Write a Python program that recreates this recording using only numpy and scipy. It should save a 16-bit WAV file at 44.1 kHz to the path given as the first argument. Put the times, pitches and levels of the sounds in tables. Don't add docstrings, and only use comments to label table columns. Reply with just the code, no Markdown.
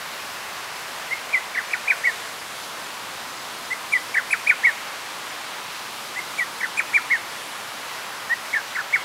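import sys
import numpy as np
from scipy import signal
from scipy.fft import rfft, irfft, next_fast_len
from scipy.io import wavfile
from scipy.ndimage import uniform_filter1d

SR = 44100
rng = np.random.default_rng(int(sys.argv[2]) if len(sys.argv) > 2 else 0)


def boost_factor(decibels):
    exponent = np.asarray(decibels, float) / 20
    return 10 ** exponent


def dump(signal):
    limited = np.clip(np.atleast_2d(signal).T, -1, 1)
    pcm = np.round(limited * 32767).astype(np.int16)
    wavfile.write(sys.argv[1], SR, pcm)


N = 398663


def walk(rate):
    hold = int(SR / rate)
    steps = np.repeat(rng.standard_normal(N // hold + 1), hold)
    return 1.65 * uniform_filter1d(uniform_filter1d(steps, hold), hold)[:N]


def read(table, hz):
    table_hz, value = np.transpose(table)
    return np.interp(np.log(hz), np.log(table_hz), value)


# start in seconds, length as a share of the usual, top pitch in Hz,
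# level in dB, level of the near echo in dB.
NOTES = [(1.105, 0.78, 2166, -16, -4.5), (1.323, .97, 2440, -12.5, -17), (1.542, 1.03, 2277, -16, -7),
         (1.706, 0.93, 2670, -12, -7), (1.871, 0.95, 2540, -12, -9), (2.032, 0.99, 2238, -14.5, -2),
         (3.7, 0.83, 2120, -19, -9), (3.917, 0.95, 2427, -13, -3.5), (4.14, 0.95, 2302, -10.5, -7),
         (4.302, 0.94, 2606, -8.5, -15), (4.463, 0.99, 2543, -10, -4.5), (4.63, 0.98, 2257, -11, -3),
         (6.156, 1.01, 2136, -21, -4.5), (6.376, 1, 2380, -18, -4.5), (6.601, .98, 2290, -17, -3.5),
         (6.766, .96, 2523, -13, -9), (6.93, 1.01, 2420, -14, -6), (7.096, 0.96, 2230, -13, -7),
         (8.292, 1.08, 1952, -16.5, -7.5), (8.528, 0.92, 2222, -11, -4), (8.747, 1.01, 2183, -16.5, -6),
         (8.922, .84, 2260, -14, -5.5)]
# time from the note's start in seconds, pitch in Hz, effort in dB.
RISE = [(0, 1756, -18), (.006, 1950, -10.5), (.013, 2030, -5), (.023, 2046, 0.5), (.036, 2150, 0),
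        (.041, 2120, -1), (.047, 1920, -13)]
STEP = [(0, 2150, -22), (.008, 2344, -12), (.014, 2407, -6), (.021, 2260, -0.5), (.03, 2015, -0.5),
        (.05, 1975, -3.5), (.057, 1900, -6.5), (.063, 1750, -24)]
DOUBLE = [(0, 2187, -21), (.009, 2280, -8.5), (.018, 1710, -6.5), (.023, 1537, -10.5), (.035, 1986, -2.5),
          (0.039, 2100, -0.5), (.051, 1614, -5), (.07, 1250, -21)]
DIVE = [(0, 1914, -29), (0.01, 2444, -9), (.02, 2594, 2), (.027, 2576, 5), (.034, 2194, -4.5),
        (.038, 1856, -4), (.044, 1465, -12), (.052, 1350, -14), (.064, 1240, -21)]
ARCH = [(0, 1740, -21), (0.01, 2310, -6.5), (.022, 2533, 2.5), (.032, 2462, 2.5), (.042, 2200, 0),
        (.055, 1520, -8.5), (.073, 1390, -16)]
SLIDE = [(0, 1604, -21.5), (.017, 2142, 0), (.026, 2263, -1), (.033, 2160, 2), (.042, 1935, -0.5),
         (.054, 1912, -4.5), (.066, 1780, -10), (.084, 1550, -17)]
SLACK_STEP = [(0, 1850, -18), (.01, 2210, -9), (0.016, 2176, -1.5), (0.025, 1670, -10), (.037, 1846, -10),
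              (.049, 1670, -1.5), (.079, 1540, -19)]
SLACK_DOUBLE = [(0, 1784, -19), (.013, 2200, -3), (0.026, 1460, -6.5), (0.03, 1320, -9), (.044, 1786, -0.5),
                (.063, 1330, -10), (.073, 1260, -18)]
GESTURES = 3 * [RISE, STEP, DOUBLE, DIVE, ARCH, SLIDE] + [RISE, SLACK_STEP, SLACK_DOUBLE, ARCH]
# start in seconds, overtone level in dB,
# third overtone over the fourth in dB, delay of the near echo in ms, depth of the pitch glides (1 = usual).
HEAD = [
    (1.0, -54, -5, 2.14, 0.95),
    (3.6, -42.5, -5.5, 2.17, 1.034),
    (6.0, -47, 4, 2.163, 1.07),
    (8.2, -54, -3, 2.14, 1),
]
# pitch in Hz, level in dB.
THROAT = [(1200, -11), (1600, -0.2), (1900, -2.9), (2100, 0.7), (2300, -2), (2430, -2.5), (2530, -13),
          (2680, -29)]
GAPE_DB = (-7, -.5, -5, 2, -4, -12)


def cuckoo():
    beak_hz, beak_width_hz = 9300, 5300
    second_db = -56
    third_grows, loud_note_db = 0.56, -11.5
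    voice, near_echo = np.zeros((2, N))
    waver = walk(120)
    for place, (gesture, note) in enumerate(zip(GESTURES, NOTES)):
        start, length, top_hz, level_db, echo_db = note
        s, hz, db = np.transpose(gesture)
        _, facing_db, third_db, late_ms, depth = [row for row in HEAD if row[0] < start][-1]
        s = start + length * s
        hz = top_hz * (hz / hz.max()) ** depth
        fourth_db = facing_db + GAPE_DB[place % len(GAPE_DB)]
        third_db = fourth_db + third_db + third_grows * (level_db - loud_note_db)

        i = np.arange(int(s[0] * SR), min(int(s[-1] * SR) + 200, N))
        hz = uniform_filter1d(np.interp(i / SR, s, hz), size=130, mode="nearest")
        db = uniform_filter1d(np.interp(i / SR, s, db), size=130, mode="nearest")
        phase = 2 * np.pi * np.cumsum(hz * (1 + 0.0013 * waver[i])) / SR
        edge = np.clip(np.minimum(i / SR - s[0], s[-1] - i / SR) / 0.0025, 0, 1)
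        tone = edge * boost_factor(level_db + db + read(THROAT, hz) + 1.5) * np.sin(phase)

        near_echo[i] += boost_factor(echo_db) * np.interp(i - late_ms * SR / 1000, i, tone)

        effort = np.clip((hz - hz.min()) / (hz.max() - hz.min()), 0, 1) ** 1.7
        for order, gain_db in enumerate((second_db, third_db, fourth_db), 2):
            beak = 1 / (1 + ((order * hz - beak_hz) / beak_width_hz) ** 2)
            tone += boost_factor(gain_db + 8.0) * edge * effort * beak * np.sin(order * phase)
        voice[i] += tone
    return voice, near_echo


# delay in seconds, level in dB.
ECHOES = [
    (.0061, -14),
    (.013, -15.5),
]


def woods(x):
    fade_s, tail_db, gap_s, leaves_hz = 0.4, -15, 0.03, 2000
    t = np.arange(SR // 2) / SR
    tail = rng.standard_normal(len(t)) * boost_factor(-60 * t / fade_s) * np.clip(t / gap_s, 0, 1)
    tail /= np.sqrt(np.sum(tail ** 2))
    thin = signal.sosfilt(signal.butter(2, leaves_hz, "high", fs=SR, output="sos"), x)
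    out = boost_factor(tail_db) * signal.fftconvolve(thin, tail)[:N]
    for late_s, db in ECHOES:
        out += boost_factor(db) * np.interp(np.arange(N) - late_s * SR, np.arange(N), x)
    return out


# pitch in Hz, level in dB per Hz.
HISS = [(15, -50), (25, -34), (96, -16), (130, -13), (400, -9), (1040, -.5), (1520, -3), (2300, -5.5),
        (4230, -9.5), (6400, -14.5), (8780, -17), (12000, -19), (13000, -23.5), (15900, -25.5)]
# pitch in Hz, difference below the shared sound in dB.
APART = [(30, -13), (110, -21), (200, -26), (380, -29), (700, -34.5), (1100, -38.5), (7000, -37),
         (9500, -25.5), (13500, -22.5), (14800, -17), (16000, -58)]
# time in seconds, gust level in dB.
GUST = [(0.0, -80), (1.79, -72), (1.89, -68), (2.47, -88), (4.1, -87), (4.81, -68), (4.98, -78),
        (5.76, -80), (5.92, -87), (7.55, -83), (7.98, -79), (9.04, -81)]


def hiss():
    level_db = -33
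    rumble = np.interp(np.arange(N) / SR, *np.transpose(GUST))
    rumble = rumble - np.mean(rumble)
    hum, water, leaves = -0.14 * rumble, 0.042 * rumble, 0.17 * rumble
    high = 0.37 * walk(11)

    size = next_fast_len(N)
    f = np.arange(1, size // 2 + 2) * SR / size
    noise = rfft(rng.standard_normal(size)) * boost_factor(read(HISS, f))
    side_noise = rfft(rng.standard_normal(size)) * boost_factor(read(HISS, f) + read(APART, f))
    side = irfft(side_noise, size)[:N] + flecks()
    mid = np.zeros(N)
    for hz in 20 * 2 ** np.arange(0, 10, 0.5):
        band = np.cos(np.pi * np.clip(np.log2(f / hz), -0.5, 0.5)) ** 2
        if hz < 50:
            swell_db = rumble
        elif hz < 450:
            swell_db = hum
        elif hz < 1500:
            swell_db = water
        elif hz < 2700:
            swell_db = leaves
        else:
            swell_db = high
        drift_db, flicker_db = 0.3 * walk(1.5), 0.35 * walk(12)
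        mid += boost_factor(swell_db + drift_db + flicker_db) * irfft(noise * band, size)[:N]
    mid = sway(mid)
    return np.array([mid + side, mid - side]) * boost_factor(level_db) / np.sqrt(np.mean(mid ** 2))


FLECK_EDGES_HZ = [4400, 5800, 7000, 8500, 9300, 10200, 11200, 12000, 12700, 13400, 14100, 14900]


def flecks():
    f, t, z = signal.stft(rng.standard_normal(N), SR, nperseg=1024)
    chance = rng.random((len(t), len(FLECK_EDGES_HZ) + 1)).T
    gain = np.zeros(z.shape)
    for k, (low_hz, high_hz) in enumerate(zip(FLECK_EDGES_HZ, FLECK_EDGES_HZ[1:])):
        place = k / (len(FLECK_EDGES_HZ) - 2)
        share = np.interp(place, (0, 1), (0.012, 0.02))
        luck = np.minimum(chance[k], chance[k + 1]) * (0.3 + 1.4 * chance[-1])
        gain[(f >= low_hz) & (f < high_hz)] = (luck < share / 2) * boost_factor(-2)
    return signal.istft(z * gain * boost_factor(read(HISS, f + 1))[:, None], SR)[1][:N]


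# time in seconds, pitch in Hz, depth in dB.
SWAY = [(0, 8700, 3.5), (1.1, 9500, 2), (2.0, 9360, 3), (2.4, 9200, 1), (4.3, 9300, -1), (4.7, 9300, 3.5),
        (5.5, 9100, 0), (5.9, 8800, 1), (7.5, 8300, .1), (7.8, 8600, 3), (8.3, 9300, 2), (9.04, 9500, 4)]


def sway(x):
    dip_width_hz = 340
    f, t, z = signal.stft(x, SR, nperseg=512)
    s, hz, depth_db = np.transpose(SWAY)
    away = (f[:, None] - np.interp(t, s, hz)) / dip_width_hz
    dip_db = np.interp(t, s, depth_db) * np.exp(-away ** 2)
    return signal.istft(z * boost_factor(-dip_db), SR)[1][:N]


def scene():
    voice, near_echo = cuckoo()
    return voice + near_echo + woods(voice) + hiss()


def low_pass(x):
    return signal.sosfilt(signal.butter(12, 15750, fs=SR, output="sos"), x)


def record(dry):
    top_hz = 15750
    cut = signal.sosfilt(signal.ellip(10, 0.2, 70, top_hz, fs=SR, output="sos"), dry)
    return low_pass(cut)


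dry = scene()
out = record(dry)
dump(out)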